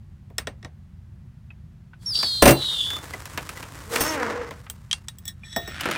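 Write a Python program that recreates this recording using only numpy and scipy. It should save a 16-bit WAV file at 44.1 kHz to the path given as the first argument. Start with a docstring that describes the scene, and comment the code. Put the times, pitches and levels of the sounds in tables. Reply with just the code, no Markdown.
"""A trolley jack lowers a car

On gravel, with traffic far away, a steel tube handle clicks onto the jack's release valve. Oil squeals
through the valve at a falling pitch, and the car knocks as it settles. The lifting arm sinks with a rush
of oil and a groan from its pivot. The handle rings as it is worked free, and the jack scrapes over
the stones."""
import sys
import numpy as np
from scipy import signal
from scipy.fft import rfft, irfft
from scipy.io import wavfile
from scipy.ndimage import uniform_filter1d

SR = 44100
rng = np.random.default_rng(int(sys.argv[2]) if len(sys.argv) > 2 else 0)


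def transcribe(signal):
    """Save signal, clipped to [-1, 1], as a 16-bit WAV file at the path in sys.argv[1]."""
    frames = np.atleast_2d(signal).T
    limited = np.clip(frames, -1, 1)
    pcm = np.round(limited * 32767).astype(np.int16)
    wavfile.write(sys.argv[1], SR, pcm)


N = 263312
TIME = np.arange(N) / SR
AGE = TIME[:SR // 2]   # seconds since a blow
CUTOFF_HZ = 16000
SINK_START_S, SINK_STOP_S = 3.921, 4.418   # the arm's fast drop

# borders of the five bands of a metal blow (thud, body, edge, top, air): edge_hz
METAL_EDGES_HZ = [130, 750, 2500, 6500, 11000, 16000]
# notes the tube handle rings at: pitch_hz, level_db, ring_time_factor
HANDLE_NOTES = [(684, -10, 1.3), (1835, 2, 1.1), (3435, -2, .8), (3811, -4, 1.3), (5460, 2, .35),
                (6008, -8, .5), (7800, 4, .3), (10300, -14, .3), (13000, -10, .3), (15230, -11, .9)]
# notes of the jack's frame and spring: pitch_hz, level_db, ring_s
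FRAME_NOTES = [(2762, -7, .22), (4600, -13, .25), (5954, -5, .12), (8492, -1, .16), (8839, -5, .16),
               (9478, 1, .13), (12175, -12, .14), (12760, -6, .13), (14082, -6, .17), (15433, -6, .15)]
# tone of rushing oil, from low to high: pitch_hz, level_db
OIL_SPECTRUM = [(150, -44.5), (260, -1.5), (407, -10.5), (467, -5.5), (527, -7), (1860, -19.5), (4870, -18),
                (5310, -17.5), (8900, -25), (9380, -27.5), (16000, -33)]


def from_db(db):
    """Turn decibels into a factor to multiply by."""
    return 10 ** (np.asarray(db) / 20)


def unit_power(x):
    """Scale a signal to an average power of one."""
    return x / np.sqrt(np.mean(x ** 2) + 1e-20)


def curve(rows):
    """Join (time, value) points with straight lines."""
    return np.interp(TIME, *np.transpose(rows))


def swell(start_s, stop_s, attack_s, release_s):
    """Full from start to stop; rises 60 dB over the attack before, falls 60 dB over the release after."""
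    outside = np.maximum(start_s - TIME, 0) / attack_s + np.maximum(TIME - stop_s, 0) / release_s
    return from_db(-60 * outside.clip(0, 4))


def band(x, low_hz, high_hz, order=3):
    """Keep the part of a sound between two pitches."""
    edges_hz = [low_hz, min(high_hz, .45 * SR)]
    return signal.sosfilt(signal.butter(order, edges_hz, "band", fs=SR, output="sos"), x)


def coloured(x, spectrum):
    """Shape a sound's lows and highs along a curve."""
    hz, db = np.transpose(spectrum)
    bins_hz = np.maximum(np.fft.rfftfreq(N, 1 / SR), 1)
    gain = from_db(np.interp(np.log(bins_hz), np.log(hz), db))
    return unit_power(irfft(rfft(x) * gain, N))


def noise():
    """A fresh, even hiss as long as the scene."""
    return rng.standard_normal(N)


def drift(rate_hz):
    """A random wobble, mostly slower than the given rate."""
    bins_hz = np.fft.rfftfreq(N, 1 / SR)
    return unit_power(irfft(rfft(noise()) / (1 + (bins_hz / rate_hz) ** 2), N))


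def resonance(x, hz, width_hz):
    """Make a sound ring around one pitch; a smaller width gives a purer note."""
    decay = np.exp(-np.pi * width_hz / SR)
    feedback = [1, -2 * decay * np.cos(2 * np.pi * hz / SR), decay * decay]
    return unit_power(signal.lfilter([1, 0, -1], feedback, x))


def grains(per_s, spread_db):
    """Tiny clicks of uneven size at random times."""
    sizes = from_db(spread_db * np.minimum(rng.exponential(1, N), 4))
    return unit_power((rng.random(N) < per_s / SR) * sizes * rng.choice([-1, 1], N))


def fade(ring_s):
    """Die away by 60 dB in the given time."""
    return np.exp(-np.log(1000) * AGE / ring_s)


def ringing(notes, scatter_db):
    """The fading notes of a struck object, each with a new strength on every blow."""
    return sum(from_db(db + scatter_db * rng.standard_normal()) * rng.choice([-1, 1])
               * fade(ring_s) * np.sin(2 * np.pi * hz * AGE) for hz, db, ring_s in notes)


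def contact_bands(db, hard_db, narrow_db, count):
    """Band levels of a blow: a hard contact favours the highs, a narrow one the middle."""
    step = np.arange(count) - count // 2
    return db + hard_db * step - narrow_db * step ** 2


def blow(ring, edges_hz, bands_db, rise_s, low_delay, crack_s, low_linger, tail_db, tail_s):
    """One hit, built band by band: a crack, a ring and a tail scattered by the car and the ground."""
    out = 0
    for low, high, db in zip(edges_hz, edges_hz[1:], bands_db):
        lowness = edges_hz[-1] / high
        linger = lowness ** low_linger   # lows last longer
        onset = 1 - np.exp(-AGE / (rise_s * lowness ** low_delay))   # and heavy parts start later
        crack = signal.lfilter([.6], [1, -.6], rng.standard_normal(len(AGE)))
        crack *= fade(crack_s * linger) + from_db(tail_db) * fade(tail_s * np.sqrt(linger))
        part = band((crack * np.sqrt(lowness) + ring) * onset, low, high)
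        out = out + from_db(db) * part / np.std(part[:SR // 50])
    return out


def add(track, start_s, sound):
    """Mix a sound into a track at the given time."""
    start = int(start_s * SR)
    track[start:start + len(sound)] += sound[:N - start]


def far_traffic(rumble_db=-45.5, drone_db=-50.5):
    """Far traffic rumbles, with two low drones."""
    # tone of the rumble: pitch_hz, level_db
    spectrum = [(13, -58), (22, -27), (37, -14.5), (60, -5.5), (92, -3.5), (147, -10), (169, -16),
                (217, -14), (302, -41), (337, -28), (469, -45), (510, -39), (1970, -44), (2140, -46.5),
                (16000, -63.5)]
    drone = from_db(drone_db) * (resonance(noise(), 87, 14) + resonance(noise(), 138, 39))
    return from_db(rumble_db) * coloured(noise(), spectrum) + band(drone, 43, 190)


def handle_clicks():
    """Steel taps steel: the point of contact gives a brief note, and the tube and frame ring on."""
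    # the handle taps valve and socket: start_s, level_db, hardness_db_per_band, narrowness_db, pitch_hz
    taps = [(0.301, -73, -6, -2, 3420), (0.382, -28, -1, 3.5, 5300), (0.471, -36.5, -6.5, 2.8, 1860),
            (0.628, -54.5, -8, 4, 1900), (0.647, -46.5, -7.5, 3, 2260), (4.699, -39.5, 4.3, 3.5, 3210),
            (4.912, -25, 3.5, 19.5, 3130), (4.929, -22.5, 2, 11.5, 3290), (5.084, -36.5, 3.5, 6.5, 3515),
            (5.185, -55.5, 9, 4.5, 3330), (5.254, -48.5, 5, 2.5, 3530), (5.279, -38, 8.5, 6, 3430),
            (5.528, -41, -1.5, 7.5, 3500), (5.562, -30, -3.5, 0.64, 1820), (5.676, -41.5, -3, 0.9, 1860)]
    # the tube rings longer as it comes loose: time_s, ring_s
    ring_times = [(.4, 0.043), (4.9, 0.018), (5.1, 0.061), (5.3, 0.1), (5.56, 0.26)]
    # tone shared by all clicks: thud_db, body_db, edge_db, top_db, air_db
    tone_db = [0.5, -1, -0.5, 2, 3.5]
    frame_notes = [(hz, db, .7 * ring_s) for hz, db, ring_s in FRAME_NOTES]
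    out = np.zeros(N)
    for start_s, level_db, hard_db, narrow_db, pitch_hz in taps:
        ring_s = np.interp(start_s, *np.transpose(ring_times))
        tube = ringing([(hz, db, ring_s * factor) for hz, db, factor in HANDLE_NOTES], scatter_db=.5)
        contact = ringing([(pitch_hz, 3, .032)], scatter_db=3)
        frame = ringing(frame_notes, scatter_db=3.5)
        ring = from_db(-2) * tube + contact + from_db(-20) * frame
        bands_db = tone_db + contact_bands(level_db, hard_db, narrow_db, count=5)
        add(out, start_s, blow(ring, METAL_EDGES_HZ, bands_db, rise_s=.000066, low_delay=1.14,
                               crack_s=.0089, low_linger=.63, tail_db=-14.5, tail_s=.088))
    return out


def stone_slips(light_slip_db=-38):
    """A stone slips under a wheel with a dry snap and a brief note."""
    # shifting stones: start_s, level_db, hardness_db_per_band, pitch_hz
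    slips = [(1.504, -47.5, 1, 2560), (1.933, -50, -6.5, 1496), (2.229, -30.5, -0.5, 1030),
             (2.903, -36.5, 5, 1660), (2.965, -36.5, 1, 1240), (3.136, -33, -0.5, 2010),
             (3.255, -41.5, 14.5, 1740), (3.375, -29, -1, 610), (3.491, -36, 4, 1274),
             (3.572, -39.5, 7, 1980), (3.627, -39, 2, 1690), (3.959, -23.5, 1, 1836),
             (4.508, -38, -4.5, 1055), (4.665, -47, -4, 1250), (5.434, -44, 6, 2410),
             (5.808, -34, 7.5, 2950), (5.855, -27.5, -6, 1350), (5.865, -39, -7, 1260),
             (5.887, -33.5, -9.5, 1490), (5.911, -29.5, 1.5, 1276), (5.958, -32.5, -3, 2440)]
    # borders of a stone's three bands (thud, body, snap): edge_hz
    edges_hz = [130, 750, 3000, 16000]
    out = np.zeros(N)
    for start_s, level_db, hard_db, pitch_hz in slips:
        ring = ringing([(pitch_hz, 6, .044)], scatter_db=6.5)
        narrow_db = 6.5 + 2 * max(light_slip_db - level_db, 0)   # a light slip loses thud and snap
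        bands_db = contact_bands(level_db, hard_db, narrow_db, count=3)
        add(out, start_s, blow(ring, edges_hz, bands_db, rise_s=.0004, low_delay=.48,
                               crack_s=.018, low_linger=.57, tail_db=-12.5, tail_s=.095))
    return out


def sinking():
    """Rises to one while the arm, freed of its load, sinks fast."""
    return swell(SINK_START_S, SINK_STOP_S, attack_s=.093, release_s=.4)


def oil_flow(flicker_db=2.3):
    """Oil rushes back to its tank, crackling with tiny collapsing bubbles."""
    # oil through the valve, ending in a seep: time_s, level_db
    flow_levels = [(2.02, -62), (2.2, -46.5), (2.4, -54), (2.62, -41.5), (2.82, -50), (2.94, -44),
                   (4.2, -46.5), (4.68, -59), (5.5, -72)]
    flowing = (TIME >= flow_levels[0][0]) & (TIME <= flow_levels[-1][0])
    flow = from_db(curve(flow_levels)) * uniform_filter1d(flowing * 1., size=400)
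    # the sinking arm adds a surge that hisses only at first
    surge_hiss = from_db(-37) * swell(SINK_START_S, 4.113, attack_s=.17, release_s=.27)
    body_gain = np.hypot(flow, from_db(-31.5) * sinking())
    hiss_gain = np.hypot(from_db(-7) * flow, surge_hiss)
    bubbly = noise() + .9 * grains(per_s=900, spread_db=5)
    rush = coloured(bubbly, OIL_SPECTRUM) * from_db(flicker_db * drift(34))
    return (from_db(-4) * body_gain * unit_power(band(rush, 240, 1100))
            + body_gain * unit_power(band(rush, 900, 2030))
            + from_db(-2) * np.sqrt(body_gain * hiss_gain) * unit_power(band(rush, 2550, 7500))
            + hiss_gain * unit_power(band(rush, 7650, CUTOFF_HZ)))


def valve_hiss(loose):
    """The oil jet breaks into hiss, a little louder while the valve's ball rattles loosely."""
    # peaks in the hiss: pitch_hz, width_hz, level_db
    jet_peaks = [(10000, 220, 3), (7900, 800, -1), (3350, 260, 4), (4400, 1000, 7)]
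    white = noise()
    jet = sum(from_db(db) * resonance(white, hz, width_hz) for hz, width_hz, db in jet_peaks)
    jet = unit_power(band(jet, 3300, 10000, order=5))
    spray = unit_power(band(coloured(noise(), OIL_SPECTRUM), 6800, CUTOFF_HZ))
    return from_db(-8) * jet * (.72 + .28 * loose) + from_db(-15) * spray


def valve_whistle(depth, loose, flutter_db=3):
    """Oil whistles through the valve; the rattling ball adds buzzing tones on either side."""
    # the whistle falls with the oil pressure: time_s, pitch_hz
    pitch_points = [(2.06, 5580), (2.09, 5460), (2.135, 4610), (2.22, 4703), (2.33, 4187), (2.4, 4125),
                    (2.58, 4046), (2.83, 3410), (2.88, 3470), (3.0, 3518)]
    pitch_hz = curve(pitch_points)
    uneven = .03 + .13 * loose
    rattle_hz = 450 + .27 * (pitch_hz - 4135)   # faster under a higher whistle
    rattle_phase = 2 * np.pi * np.cumsum(rattle_hz * (1 + uneven * drift(120))) / SR
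    phase = 2 * np.pi * np.cumsum(pitch_hz * (1 + .07 * uneven * drift(300))) / SR
    sides = sum(size * np.exp(1j * k * rattle_phase) for k, size in [(-2, .35), (-1, .6), (1, .5)])
    buzz = np.imag(sides * (np.exp(1j * phase) + from_db(-19) * np.exp(2j * phase)))
    overtones = sum(from_db(db) * np.sin(k * phase) for k, db in [(2, -18), (3, -28), (4, -18)])
    tone = np.sin(phase) + depth * buzz + (1 - depth) ** 2 * overtones   # rattling weakens the overtones
    return unit_power(tone * from_db(flutter_db * loose * drift(110)))


def valve_squeal(open_s=2.025, whistle_s=2.062, stop_s=2.955, sag_db_per_s=3.5):
    """The opened valve hisses, then whistles, while its ball rattles on its seat."""
    rattling = swell(2.14, 2.849, attack_s=.029, release_s=.55)
    in_step = swell(2.29, 2.41, attack_s=.12, release_s=.07)   # for a moment the rattle is regular
    loose = rattling * (1 - in_step)
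    depth = .1 + .52 * rattling
    whistle = swell(whistle_s, stop_s, attack_s=.01, release_s=.16) * valve_whistle(depth, loose)
    hiss = swell(open_s, stop_s, attack_s=.099, release_s=.16) * depth * valve_hiss(loose)
    choke_db = 13 * np.exp(-((TIME - 2.508) / .092) ** 2)   # the bouncing load briefly chokes the valve
    level_db = -27 - sag_db_per_s * (TIME - whistle_s) - choke_db + 2 * rattling
    return from_db(level_db) * (whistle + hiss)


def chassis_knocks(boom_db=3):
    """Heavy blows shake the car's chassis and the jack's frame; the lowest notes boom underneath."""
    # the load drops and bounces, later the arm jolts free:
    # start_s, level_db, hardness_db_per_band, frame_ring_db
    knocks = [(2.422, -16, -3.5, -8), (2.455, -16.5, -3.5, -5), (2.476, -15.5, -3, -5),
              (2.49, -22, -4, -18), (2.507, -25, 0, -12), (2.522, -41.5, -6.5, -22),
              (4.006, -27.5, 0.2, -1)]
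    # notes of the chassis and lifting arm: pitch_hz, level_db, ring_s
    chassis_notes = [(59, -9, .25), (135, -7, .24), (189, -9, .18), (246, -5, .18), (280, -1, .18),
                     (337, 1, .19), (396, -5, .13), (456, -4, .12), (545, -1, .12), (576, 2, .12),
                     (693, 0, .12), (750, -3, .11), (1032, -3, .11), (1717, -8, .09)]
    # tone shared by all knocks: thud_db, body_db, edge_db, top_db, air_db
    tone_db = [0.5, 0, -2, 2, 1.5]
    out = np.zeros(N)
    for start_s, level_db, hard_db, frame_db in knocks:
        chassis = ringing(chassis_notes[1:], scatter_db=1.5)
        frame = from_db(frame_db) * ringing(FRAME_NOTES, scatter_db=1)
        bands_db = tone_db + contact_bands(level_db, hard_db, narrow_db=0, count=5)
        add(out, start_s, blow(chassis + frame, METAL_EDGES_HZ, bands_db, rise_s=.00064, low_delay=.11,
                               crack_s=.043, low_linger=.53, tail_db=-32.5, tail_s=.11))
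        add(out, start_s, from_db(level_db + boom_db) * ringing(chassis_notes[:2], scatter_db=9.5))
    return out


def arm_groan(slow_slip_hz=212, fast_slip_hz=318, hum_hz=474):
    """The dry pivot sticks, slips and squeaks as the arm sinks; while slow, the arm hums."""
    # tones in the groan: multiple_of_slip_rate, level_db
    harmonics = [(1, 0), (2, 0), (3, -2), (4, -6), (5, -7), (6, -4), (7, -7), (8, -10), (9, -9), (10, -14),
                 (11, -15)]
    # brief squeaks of the pivot: peak_s, level_db
    squeaks = [(4.024, -30), (4.095, -31.5)]
    speed = np.exp(-((TIME - 4.1) / .115) ** 2)   # the arm speeds up, then slows again
    slip_hz = slow_slip_hz + (fast_slip_hz - slow_slip_hz) * speed
    slip_phase = 2 * np.pi * np.cumsum(slip_hz * (1 + .009 * drift(90))) / SR
    groan = unit_power(sum(from_db(db + 2 * drift(35)) * np.sin(k * slip_phase) for k, db in harmonics))
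    hum_phase = 2 * np.pi * np.cumsum(hum_hz * (1 + .035 * drift(45))) / SR
    hum = unit_power(np.sin(hum_phase) * from_db(3 * drift(40)))
    squeak = unit_power(sum(resonance(noise(), hz, width_hz=90) for hz in (5450, 6350)))
    squeak_gain = sum(from_db(db) * swell(s, s, attack_s=.14, release_s=.19) for s, db in squeaks)
    return (from_db(-30) * swell(4.06, 4.24, attack_s=.54, release_s=.49) * groan
            + from_db(-32) * sinking() * (1 - speed) * hum
            + squeak_gain * squeak)


def handle_slide(centre_hz=3000, drop_db_per_octave=11):
    """Steel rubbing on steel keeps the tube singing, mostly in its middle notes."""
    # the handle rubs in its socket: start_s, stop_s, level_db
    rubs = [(5.281, 5.296, -39.5), (5.454, 5.797, -47), (5.537, 5.527, -46)]
    friction = band(grains(per_s=2500, spread_db=3), 2100, 16000, order=2)
    tube = sum(from_db(db - drop_db_per_octave * abs(np.log2(hz / centre_hz)))
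               * resonance(friction, hz, width_hz=40) for hz, db, _ in HANDLE_NOTES[1:])
    gain = sum(from_db(db) * swell(start, stop, attack_s=.081, release_s=.075) for start, stop, db in rubs)
    return gain * unit_power(tube)


def gravel_drag(level_db=-29.5, clump_db=.5):
    """Stones grind in dense, uneven clumps as the jack is pulled over them."""
    # tone of grinding gravel: pitch_hz, level_db
    spectrum = [(82, -45), (140, 1.5), (316, 3.5), (460, -22.5), (572, -1), (1060, -6), (1340, 5.5),
                (2530, 1.5), (7680, -18), (8830, -16), (16000, -39)]
    crunch = grains(per_s=2900, spread_db=5) * from_db(clump_db * drift(60))
    pull = swell(5.875, TIME[-1], attack_s=.71, release_s=1)
    return from_db(level_db) * pull * coloured(crunch, spectrum)


def scene():
    """Add all the sounds into one channel."""
    jack = handle_clicks() + handle_slide() + chassis_knocks() + valve_squeal() + oil_flow() + arm_groan()
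    return (jack + stone_slips() + gravel_drag() + far_traffic())[None]


def record(dry):
    """Round off the loudest peaks and cut the highest treble."""
    rounded = .9 * np.tanh(dry / .9)
    return signal.sosfilt(signal.ellip(10, .1, 90, CUTOFF_HZ, fs=SR, output="sos"), rounded)


dry = scene()
out = record(dry)
transcribe(out)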